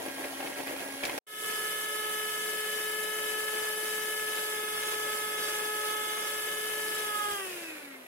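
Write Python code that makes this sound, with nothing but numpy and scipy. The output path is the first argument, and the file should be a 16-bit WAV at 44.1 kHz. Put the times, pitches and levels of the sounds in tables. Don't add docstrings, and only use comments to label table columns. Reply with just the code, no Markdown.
import sys
import numpy as np
from scipy import signal
from scipy.fft import rfft, irfft, next_fast_len
from scipy.io import wavfile

SR = 44100
rng = np.random.default_rng(int(sys.argv[2]) if len(sys.argv) > 2 else 0)


def wav_record(signal):
    frames = np.transpose(np.atleast_2d(signal))
    bounded = np.clip(frames, -1, 1)
    quanta = np.round(bounded * 32767).astype(np.int16)
    wavfile.write(sys.argv[1], SR, quanta)


N = 355870
TIME = np.arange(N) / SR

# time_s, turns_hz
FAST_SPEED = [(1.27, 428.9), (1.68, 429.4), (2.04, 428.4), (3.66, 430.0), (4.38, 429.4), (4.6, 427.4),
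              (5.1, 427.7), (5.55, 426.3), (6.18, 427.5), (6.5, 428.8), (6.95, 429.6), (7.08, 423.7),
              (7.33, 412)]
# multiple, level_db, load_db, place_db (per unit to the right), off_db,
# left_minus_right_db, load_pan_db, place_pan_db, left_lead_rad, throb_share, throb_lead_rad
STRONG_TONES = [(1, -42.5, 1.5, 2.1, -0.5, 8.5, -1.7, -0.5, 0.2, 0.078, 0.45),
                (2, -52.5, 1, -1, -9, -5.5, 4, -1.5, -2, 0.2, -2.3),
                (3, -43.5, -0.5, 0, -15, -8, -3, 6.5, 1.5, 0.25, -1.9),
                (4, -41, -2.5, 0.5, -15, 4.5, 0, 2, 1.0, 0.26, 0.53),
                (5, -49, 1, -1.5, -3.5, 11, -5, 2, 0.7, 0.23, 2.8),
                (6, -66, 2, 5, 10, 5, 0, -3, 0.5, 0.079, -0.42),
                (7, -47.5, 0, 0, -6, 4.5, 6, -.5, 0.5, 0.14, 1.8),
                (8, -51.5, 6, -2.5, 2.5, 0.2, 2.5, -1, 4, 0.052, -0.41)]
# time_s, gain_db
SECOND_SWELL = [(1.8, -13), (2.05, 4), (2.4, -7), (3.2, -0.5), (3.7, 3), (4.15, -1), (4.85, 4), (5.35, 3.5),
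                (5.7, 7.5), (6.1, 5), (6.5, -4), (6.95, 1), (7.25, 7.5)]
# time_s, gain_db
THIRD_SWELL = [(2.3, 0), (2.8, -2.5), (3.5, -2), (3.8, -3), (4.5, -1.5), (5.1, 2.5), (5.5, -1.5), (5.95, 3),
               (6.3, -1.5), (6.9, -3.5), (7.15, 3.5)]
# time_s, gain_db
SEVENTH_SWELL = [(1.6, 0), (2.1, 0.5), (3.1, 1), (4.4, -1), (4.75, -11), (5.1, -1), (5.5, -23), (5.9, 0.5),
                 (6.25, -6), (6.5, 0), (6.9, -3), (7.2, -1)]
# multiple, relative_db, left_minus_right_db, left_lead_rad
WEAK_TONES = [(9, -17, -3, 1.5), (10, -18.5, -3, 1.44), (11, -22, 19, 1.8), (14, -18.5, -13, 1.4),
              (18, -15.5, 4, -1.1), (24, -9, -23, 2.3)]
# centre_hz, width_hz, gain_db
HOUSING_MODES = [(246, 6, -10), (275, 20, 4), (294, 7, -10), (400, 7, -13), (419, 6, -15), (830, 18, 4),
                 (1256, 32, 7), (1640, 110, 5), (1930, 70, 7), (2050, 70, -4), (2600, 200, 7.5),
                 (2790, 60, -6), (2920, 70, -7), (3230, 120, 3)]
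# time_s, place (no unit)
MIXER_PLACE = [(1.27, -2), (1.5, 0.14), (1.85, -1.5), (2.15, 0.013), (3, 0.32), (3.4, 0.92), (4.1, 0.5),
               (4.55, -0.036), (4.8, -0.084), (5.05, 0.38), (5.3, -0.13), (5.75, 1), (6.05, -0.9),
               (6.6, 0.074), (7, 0.59), (8, 0.24)]
FOAM_WORK_LEVELS = {"churn": (-47, 0.5, 8.5, 0.6), "gears": (-41.5, 0.54, 15.5, 0.74),
                    "brushes": (-42, -0.5, 26, 0.2), "bearings": (-43, 0.7, 28, 1.06)}
# frequency_hz, relative_level_db
FAST_GEAR_SPECTRUM = [(500, -15), (1000, 1), (1300, 3.5), (1500, 2.5), (1700, 8), (1950, 1), (2300, 3.5),
                      (2800, 3), (3300, 4), (3600, -10), (4100, -27), (8000, -49)]
# frequency_hz, relative_level_db
COASTING_GEAR_SPECTRUM = [(500, -14), (1000, -2), (1300, 2), (1650, 6), (2000, 4.5), (2550, 6),
                          (3100, -1.5), (4100, -3), (8000, -48)]
# frequency_hz, relative_level_db
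FAST_BRUSH_SPECTRUM = [(3000, -28), (4600, -32), (6500, -14), (7500, -15), (8600, -11.5), (9300, -4),
                       (10500, -2), (11500, -2), (12500, -5), (13600, -8.5), (14100, -10), (15200, -9.5),
                       (16000, -15)]
# frequency_hz, relative_level_db
BEARING_SPECTRUM = [(1500, -16), (3000, 1.5), (3800, 3), (4350, -4), (4900, 5), (5700, -1), (6800, 0.5),
                    (8200, 1), (9200, -1.5), (11000, -18), (16000, -31)]
# multiple, width_hz, relative_db
RING_TONES = [(4.455, 6, -62), (7.4, 70, -60), (8.57, 70, -61), (11.5, 70, -65), (12.5, 60, -69),
              (14.5, 70, -66)]
# frequency_hz, relative_level_db
FOAM_SPECTRUM = [(20, -47), (60, -26), (120, -14.5), (180, -2), (260, -2), (370, 7.5), (520, 6), (750, 3.5),
                 (1000, -4), (1500, -8), (3000, -15.5)]
# time_s, turns_hz
SLOW_SPEED = [(0, 271), (.2, 272), (.35, 271.8), (.5, 273.1), (.8, 273.6), (.95, 274.9), (1.19, 273.3)]
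# multiple, level_db, left_minus_right_db, left_lead_rad
SLOW_HARMONICS = [(1, -49, 3, 0), (6, -53.5, -1, .1), (7, -61, 0, -.5), (8, -61, 0, -1.8), (12, -64, 7, -2),
                  (36, -64, -5, -1.3)]
# hold_start_s, hold_length_s, churn_lift_db, rattle_lift_db
POOL_SURGES = [(0.0, 0.092, 6.5, 1.5), (0.18, 0.081, 7, 3.5), (0.325, 0.017, 5, 1), (0.403, 0.11, 6.5, 2),
               (0.579, 0.029, 9.5, 5), (0.67, 0.047, 7.5, 6), (0.76, 0.058, 5, 3.5), (0.82, 0.051, 6.5, -1),
               (0.927, .03, 4, -3), (1.04, 0.063, 10.5, 5.5), (1.137, 0.046, 9.5, 3)]
# frequency_hz, relative_level_db
LIQUID_SPECTRUM = [(20, -37), (50, -31), (75, -21), (130, -21), (235, -13), (310, -3.5), (560, -6.5),
                   (780, -5), (1000, -11), (1300, -22), (2500, -27.5)]
# frequency_hz, relative_level_db
SLOW_GEAR_SPECTRUM = [(100, -41), (500, -19), (1150, -5.5), (1620, 3), (1900, 3), (2200, 3), (2700, -5),
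                      (3300, -2), (4500, -43), (6000, -22), (9000, -13.5)]
# frequency_hz, relative_level_db
SLOW_BRUSH_SPECTRUM = [(150, -25), (1000, 0), (2500, 4), (4500, -1), (6500, -4), (8300, -7), (9900, 1),
                       (11300, 3), (12500, -13), (13300, 0), (14500, -18), (16000, -10)]
# start_s, relative_db, starting_pitch_hz
LIQUID_SLAPS = [(0.063, -24, 536), (0.189, -32, 810), (0.212, -29, 864), (0.244, -28, 740),
                (0.331, -25, 740), (0.381, -35, 730), (0.403, -22.5, 726), (0.428, -21.5, 725),
                (0.447, -24, 530), (0.593, -26, 670), (0.604, -35, 560), (0.678, -26, 480),
                (0.687, -26, 555), (0.71, -22, 560), (0.737, -24, 475), (0.842, -29, 576),
                (0.865, -29, 575), (0.941, -27, 750), (1.095, -24, 950), (1.177, -34, 727)]
# start_s, ring_peak_db, tick_relative_db
BEATER_KNOCKS = [(.0847, -31, -12), (.2448, -28, -18), (.4065, -29.5, -14), (.4633, -31, -14),
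                 (.4728, -29, -15), (.524, -35, -12), (.604, -30, -12), (.6799, -28, -18), (.689, -32, -13),
                 (.7612, -32, -13), (.7951, -32, -9), (.805, -32, -4), (1.0351, -20.5, -11),
                 (1.0386, -22.5, -15), (1.0521, -26, 0), (1.0552, -30, -4), (1.058, -34, 2),
                 (1.064, -36, -1), (1.0958, -25, -17), (1.103, -33, -15), (1.117, -33, -18),
                 (1.1783, -29, -1)]
# frequency_hz, relative_db, t60_s
BOWL_MODES = [(496, -15, 0.06), (734, -9, 0.055), (1100, -11, .03), (1700, -5, .024), (2165, -2, 0.028),
              (2514, 0, 0.026), (3031, -6, 0.025), (4048, -15, 0.035), (4667, -15, 0.036),
              (6584, -24, 0.04), (11000, -14, .012)]
# pitch_hz, width_hz, slow_level_db, fast_base_level_db, off_db
HUM_TONES = [(100.3, 2, -85, -79.5, -9), (200.6, 2.3, -60.5, -72, -10), (575.6, 22, -52.5, -57.5, 0)]
# frequency_hz, correlation
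STEREO_LIKENESS = [(30, 0.067), (130, 0.7), (290, 0.84), (640, 0.034), (1410, 0.28), (3100, 0.43),
                   (7000, 0.15), (15000, 0.037)]

SLOW_END_S, FAST_START_S = 1.189, 1.266
FADE_FROM_S, FADE_S = 1.243, 0.24
FREE_HZ, SAG_HZ = 429.4, 2.16
OFF_S, COAST_PER_S, RELEASE_S = 7.33, 0.707, 0.21
SWITCH_S, THUD_DB, CLICK_DB = 7.312, -55, -36
STROKES_PER_S = 8
WHINE_DB_PER_HALVING, WHINE_WANDER_DB, WANDERS_PER_S = 20.5, 0.7, 5
SMEAR_RAD = 0.086
CALM_CHURN_DB, CALM_GEARS_DB, CALM_BRUSHES_DB = -48, -47, -44
SURGE_ATTACK_S, SURGE_RELEASE_S = 0.021, 0.048
BRUSH_SHARE = 0.21
CONTACT_S, TICK_S, CHATTER_PER_S = 0.0003, 0.0014, 240
LEFT_LAG_S = 0.000113
TOP_HZ = 15750


def whipping_foam():
    hz = curves(FAST_SPEED)[0] * np.exp(-COAST_PER_S * np.maximum(TIME - OFF_S, 0))
    load = np.clip((FREE_HZ - hz) / SAG_HZ, 0, 1)
    halvings = np.log2(FREE_HZ / hz)
    off = np.clip((TIME - OFF_S) / RELEASE_S, 0, 1) ** 2
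    press = (hz / hz.max()) ** 5
    rotor, beater = shafts(hz, jitter=0.016)
    work = foam_work(load, halvings)
    work_gain = {part: undb(db) for part, db in work.items()}

    tones = whine(hz, rotor, beater, load, halvings, off, press)
    weak_tones = overtones(hz, rotor, press) * work_gain["brushes"]
    gears = fast_gears(hz, rotor, beater, press, off) * work_gain["gears"]
    brushes, bearings = fast_friction(hz, rotor, press)
    brushes = brushes * work_gain["brushes"]
    bearings = bearings * work_gain["bearings"]
    rings = bearing_rings(rotor) * press * undb(-1.5)
    foam = churning_foam() * work_gain["churn"]
    body = hum(1, off) * undb(work["churn"] - np.median(work["churn"]))
    return tones + weak_tones + gears + brushes + bearings + rings + foam + body + switch()


def whine(hz, rotor, beater, load, halvings, off, press):
    place, = curves(MIXER_PLACE)
    swells = {2: curves(SECOND_SWELL)[0], 3: curves(THIRD_SWELL)[0], 7: curves(SEVENTH_SWELL)[0]}
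    flutter_db = 0.08 + 1.4 * (1 - press) ** 2
    total = 0
    for (k, db, load_db, place_db, off_db, pan_db, load_pan_db, place_pan_db,
         lead, throb, throb_lead) in STRONG_TONES:
        steady_db = db + load_db * load + place_db * place + off_db * off
        steady_db = steady_db - WHINE_DB_PER_HALVING * halvings + housing(k * hz)
        waver_db = swells.get(k, 0) + WHINE_WANDER_DB * walk(WANDERS_PER_S)
        waver_db = waver_db + flutter_db * np.sqrt(k) * walk(22)
        pan = (pan_db + load_pan_db * load + place_pan_db * place) * (1 - 0.55 * off)
        throbbing = unit(1 + throb * np.cos(beater + throb_lead))
        total = total + undb(steady_db + waver_db) * throbbing * tone(k * rotor + SMEAR_RAD * k ** 2, pan, lead)
    return total


def overtones(hz, rotor, press):
    total = 0
    for k, db, pan, lead in WEAK_TONES:
        gain = undb(db + housing(k * hz) + 2 * walk(9)) * press ** (k / 50)
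        total = total + gain * tone(k * rotor + 0.02 * k * walk(70), pan, lead)
    return total


def housing(hz):
    return sum(db / (1 + (2 * (hz - centre) / width) ** 2) for centre, width, db in HOUSING_MODES)


def shafts(hz, jitter):
    rotor = 2 * np.pi * np.cumsum(hz) / SR
    worm_ratio, ripple_rad = 21.4, 0.075
    beater = rotor / worm_ratio + 0.25 * walk(5)
    return rotor + ripple_rad * np.cos(beater) + jitter * walk(70), beater


def foam_work(load, halvings):
    drag = walk(STROKES_PER_S)
    return {part: db + load_db * load - slowing_db * halvings + uneven_db * drag
            for part, (db, load_db, slowing_db, uneven_db) in FOAM_WORK_LEVELS.items()}


def fast_gears(hz, rotor, beater, press, off):
    ticks = 1 + bursts(rate=650, spread_db=2.3, decay_s=0.0012)
    mesh = (1 + 0.12 * np.cos(beater)) * (1 + 0.35 * np.cos(rotor)) * ticks
    teeth = rubbing(hz, memory=0.15 * press) * mesh
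    driven = radiate(teeth, FAST_GEAR_SPECTRUM, pan_db=-0.4)
    coasting = radiate(teeth, COASTING_GEAR_SPECTRUM, pan_db=-2.5)
    return np.cos(off * np.pi / 2) ** 2 * driven + np.sin(off * np.pi / 2) ** 2 * coasting


def fast_friction(hz, rotor, press):
    crackle = undb(1.0 * walk(900))
    sparks = crackle * (1 + 0.061 * np.cos(2 * rotor)) * undb(0.55 * walk(25))
    brush_rub = rubbing(hz, memory=0.062 * press) * sparks
    bearing_rub = rubbing(hz, memory=0.57 * press) * sparks
    brushes = radiate(brush_rub, FAST_BRUSH_SPECTRUM, pan_db=-1.2) * undb(3.0)
    return brushes, radiate(bearing_rub, BEARING_SPECTRUM, pan_db=-1.0)


def bearing_rings(rotor):
    total = 0
    for k, width, db in RING_TONES:
        roughness = unit(0.5 + walk(width))
        total = total + undb(db) * roughness * tone(k * rotor + walk(width), 0, rng.normal(0, 1))
    return total


def churning_foam():
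    wash = noise() * (1.0 + 0.35 * bursts(rate=110, spread_db=3, decay_s=0.0075))
    return radiate(wash, FOAM_SPECTRUM, pan_db=2.5)


def stirring_liquid():
    hz, = curves(SLOW_SPEED)
    wash_db, rattle_db = surges()
    rotor, beater = shafts(hz, jitter=0.024)
    droplets = 0.9 + bursts(rate=220, spread_db=2, decay_s=0.003)
    splash = radiate(noise() * droplets, LIQUID_SPECTRUM, pan_db=1.5) * undb(CALM_CHURN_DB + wash_db)
    grit = 0.8 + bursts(rate=380, spread_db=2.8, decay_s=0.0011)
    rattle = rubbing(hz, memory=0.12) * grit
    gears = radiate(rattle, SLOW_GEAR_SPECTRUM, pan_db=-0.5) * undb(CALM_GEARS_DB + rattle_db)
    brush_db = CALM_BRUSHES_DB + BRUSH_SHARE * rattle_db + 0.62 * walk(150) + 0.88 * walk(700)
    brushes = radiate(rubbing(hz, memory=0.35), SLOW_BRUSH_SPECTRUM, pan_db=-3.0) * undb(brush_db)
    return drone(rotor, beater) + splash + gears + brushes + hum(0, off=False) + slaps() + knocks()


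def drone(rotor, beater):
    blades = 1 + 0.079 * np.cos(2 * beater)
    shudder = 0.085 * walk(110)
    total = 0
    for k, db, pan, lead in SLOW_HARMONICS:
        gain = undb(db + 1.5 * np.sqrt(k) * walk(29.34))
        total = total + gain * tone(k * rotor + k ** 0.86 * shudder, pan, lead)
    return total * blades


def surges():
    lifts_db = []
    for start, length, *lifts in POOL_SURGES:
        rise = 1 + (TIME - start) / SURGE_ATTACK_S
        ebb = 1 - (TIME - start - length) / SURGE_RELEASE_S
        lifts_db.append(np.outer(lifts, np.clip(np.minimum(rise, ebb), 0, 1)))
    return np.max(lifts_db, axis=0)


def slaps():
    out, t = np.zeros((2, N)), TIME[:2048]
    for start, db, hz in LIQUID_SLAPS:
        pocket = tone(2 * np.pi * hz * t * (1 + 6 * t), 2.1, rng.normal(-0.43, 0.35)) * np.exp(-t / 0.0059)
        crack = band_noise(len(t), [500, 2800]) * np.exp(-t / 0.0044)
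        first = int(start * SR)
        out[:, first:first + len(t)] += undb(db) * (0.27 * pocket + 0.26 * crack)
    return out


def knocks():
    out, t = np.zeros((2, N)), TIME[:4096]
    for start, db, tick_db in BEATER_KNOCKS:
        ring = 0
        for hz, mode_db, t60 in BOWL_MODES:
            mode = tone(2 * np.pi * hz * t * rng.normal(1, 0.033), 0, rng.normal(0, 1))
            ring = ring + undb(mode_db - 60 * t / t60) * mode
        ring = ring * np.minimum(t / CONTACT_S, 1)
        tick = band_noise(len(t), [700, 13000]) * np.exp(-t / TICK_S)
        bounces = np.cumsum(rng.exponential(1, len(t)) ** 4 / 24) * CHATTER_PER_S / SR
        bouncing = unit(np.exp(-3 * (bounces % 1)))
        chatter = band_noise(len(t), [1800, 6500]) * bouncing * np.exp(-t / 0.013)
        strike = ring / np.abs(ring).max() + undb(tick_db) * (0.8 * tick + 0.6 * chatter)
        first = int(start * SR)
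        out[:, first:first + len(t)] += undb(db) * strike
    return out


def switch():
    t = np.maximum(TIME - SWITCH_S, 0)
    # frequency_hz, relative_level_db
    thud_spectrum = [(25, -6), (70, 5), (160, -3.5), (500, -30), (2000, -60)]
    click_spectrum = [(300, -21.5), (1500, 0), (3000, 0), (5000, -8), (14000, -6)]
    thud = radiate(noise(), thud_spectrum, pan_db=5) * np.exp(-t / 0.025)
    click = radiate(noise(), click_spectrum, pan_db=0) * np.exp(-t / 0.008)
    return (TIME > SWITCH_S) * (undb(THUD_DB) * thud + undb(CLICK_DB) * click)


def hum(column, off):
    total = 0
    for hz, width, *levels_db, off_db in HUM_TONES:
        gain = undb(levels_db[column] + off_db * off) * unit(1 + 0.56 * walk(width))
        total = total + gain * tone(2 * np.pi * hz * TIME + 1.0 * walk(2 * width), 2.7, 0)
    return total


def noise_floor():
    return undb(-98) * radiate(noise(), FOAM_SPECTRUM, pan_db=0)


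def rubbing(hz, memory):
    fresh, out, power = noise(), 0, 0
    for turn in range(6):
        weight = (turn + 1) * np.clip(memory, 0, 0.6) ** turn
        delayed = np.array([np.interp(TIME - turn / hz, TIME, channel) for channel in fresh])
        out = out + weight * delayed
        power = power + weight ** 2
    return out / np.sqrt(power)


def bursts(rate, spread_db, decay_s):
    chance, size = rng.random(N), rng.standard_normal(N)
    kicks = (chance < rate / SR) * undb(spread_db * np.clip(size, -2, 2)) ** 2
    energy = signal.lfilter([1], [1, -np.exp(-2 / (decay_s * SR))], kicks + 1e-18)
    return unit(np.sqrt(energy))


def tone(phase, pan_db, lead):
    gains = undb([pan_db / 2, -pan_db / 2]).reshape(2, -1)
    gains = gains / np.sqrt(np.mean(gains ** 2, axis=0))
    return np.sqrt(2) * gains * np.cos([phase + lead / 2, phase - lead / 2])


def radiate(x, spectrum, pan_db):
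    size = next_fast_len(N)
    f = np.arange(size // 2 + 1) * SR / size
    db = on_log_axis(f, spectrum)
    alike = np.clip(on_log_axis(f, STEREO_LIKENESS), -1, 1)
    mid, side = rfft(x, size) * undb(db) * np.sqrt([1 + alike, 1 - alike])
    left = (mid + side) * undb(pan_db) * np.exp(-2j * np.pi * f * LEFT_LAG_S)
    return unit(irfft(np.array([left, mid - side]), size)[:, :N])


def on_log_axis(f, table):
    hz, values = np.transpose(table)
    return np.interp(np.log(f + 1), np.log(hz), values)


def band_noise(length, edges_hz):
    return signal.lfilter(*signal.butter(2, edges_hz, "band", fs=SR), rng.standard_normal((2, length)))


def noise():
    return rng.standard_normal((2, N))


def walk(rate):
    knots = rng.standard_normal(8192)
    return unit(np.interp(TIME * rate, np.arange(len(knots)), knots))


def curves(table):
    times, *columns = np.transpose(table)
    return [np.interp(TIME, times, column) for column in columns]


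def undb(db):
    return 10 ** (np.asarray(db) / 20)


def unit(x):
    return x / np.sqrt(np.mean(x ** 2))


def scene():
    slow_gate = np.clip((SLOW_END_S - TIME) / 0.002, 0, 1)
    fast_gate = np.clip((TIME - FAST_START_S) / 0.004, 0, 1)
    fade = np.clip((TIME - FADE_FROM_S) / FADE_S, 0, 1)
    return fast_gate * fade * whipping_foam() + slow_gate * stirring_liquid() + noise_floor()


def record(dry):
    return signal.sosfilt(signal.ellip(10, 0.1, 70, TOP_HZ, fs=SR, output="sos"), dry)


dry = scene()
out = record(dry)
wav_record(out)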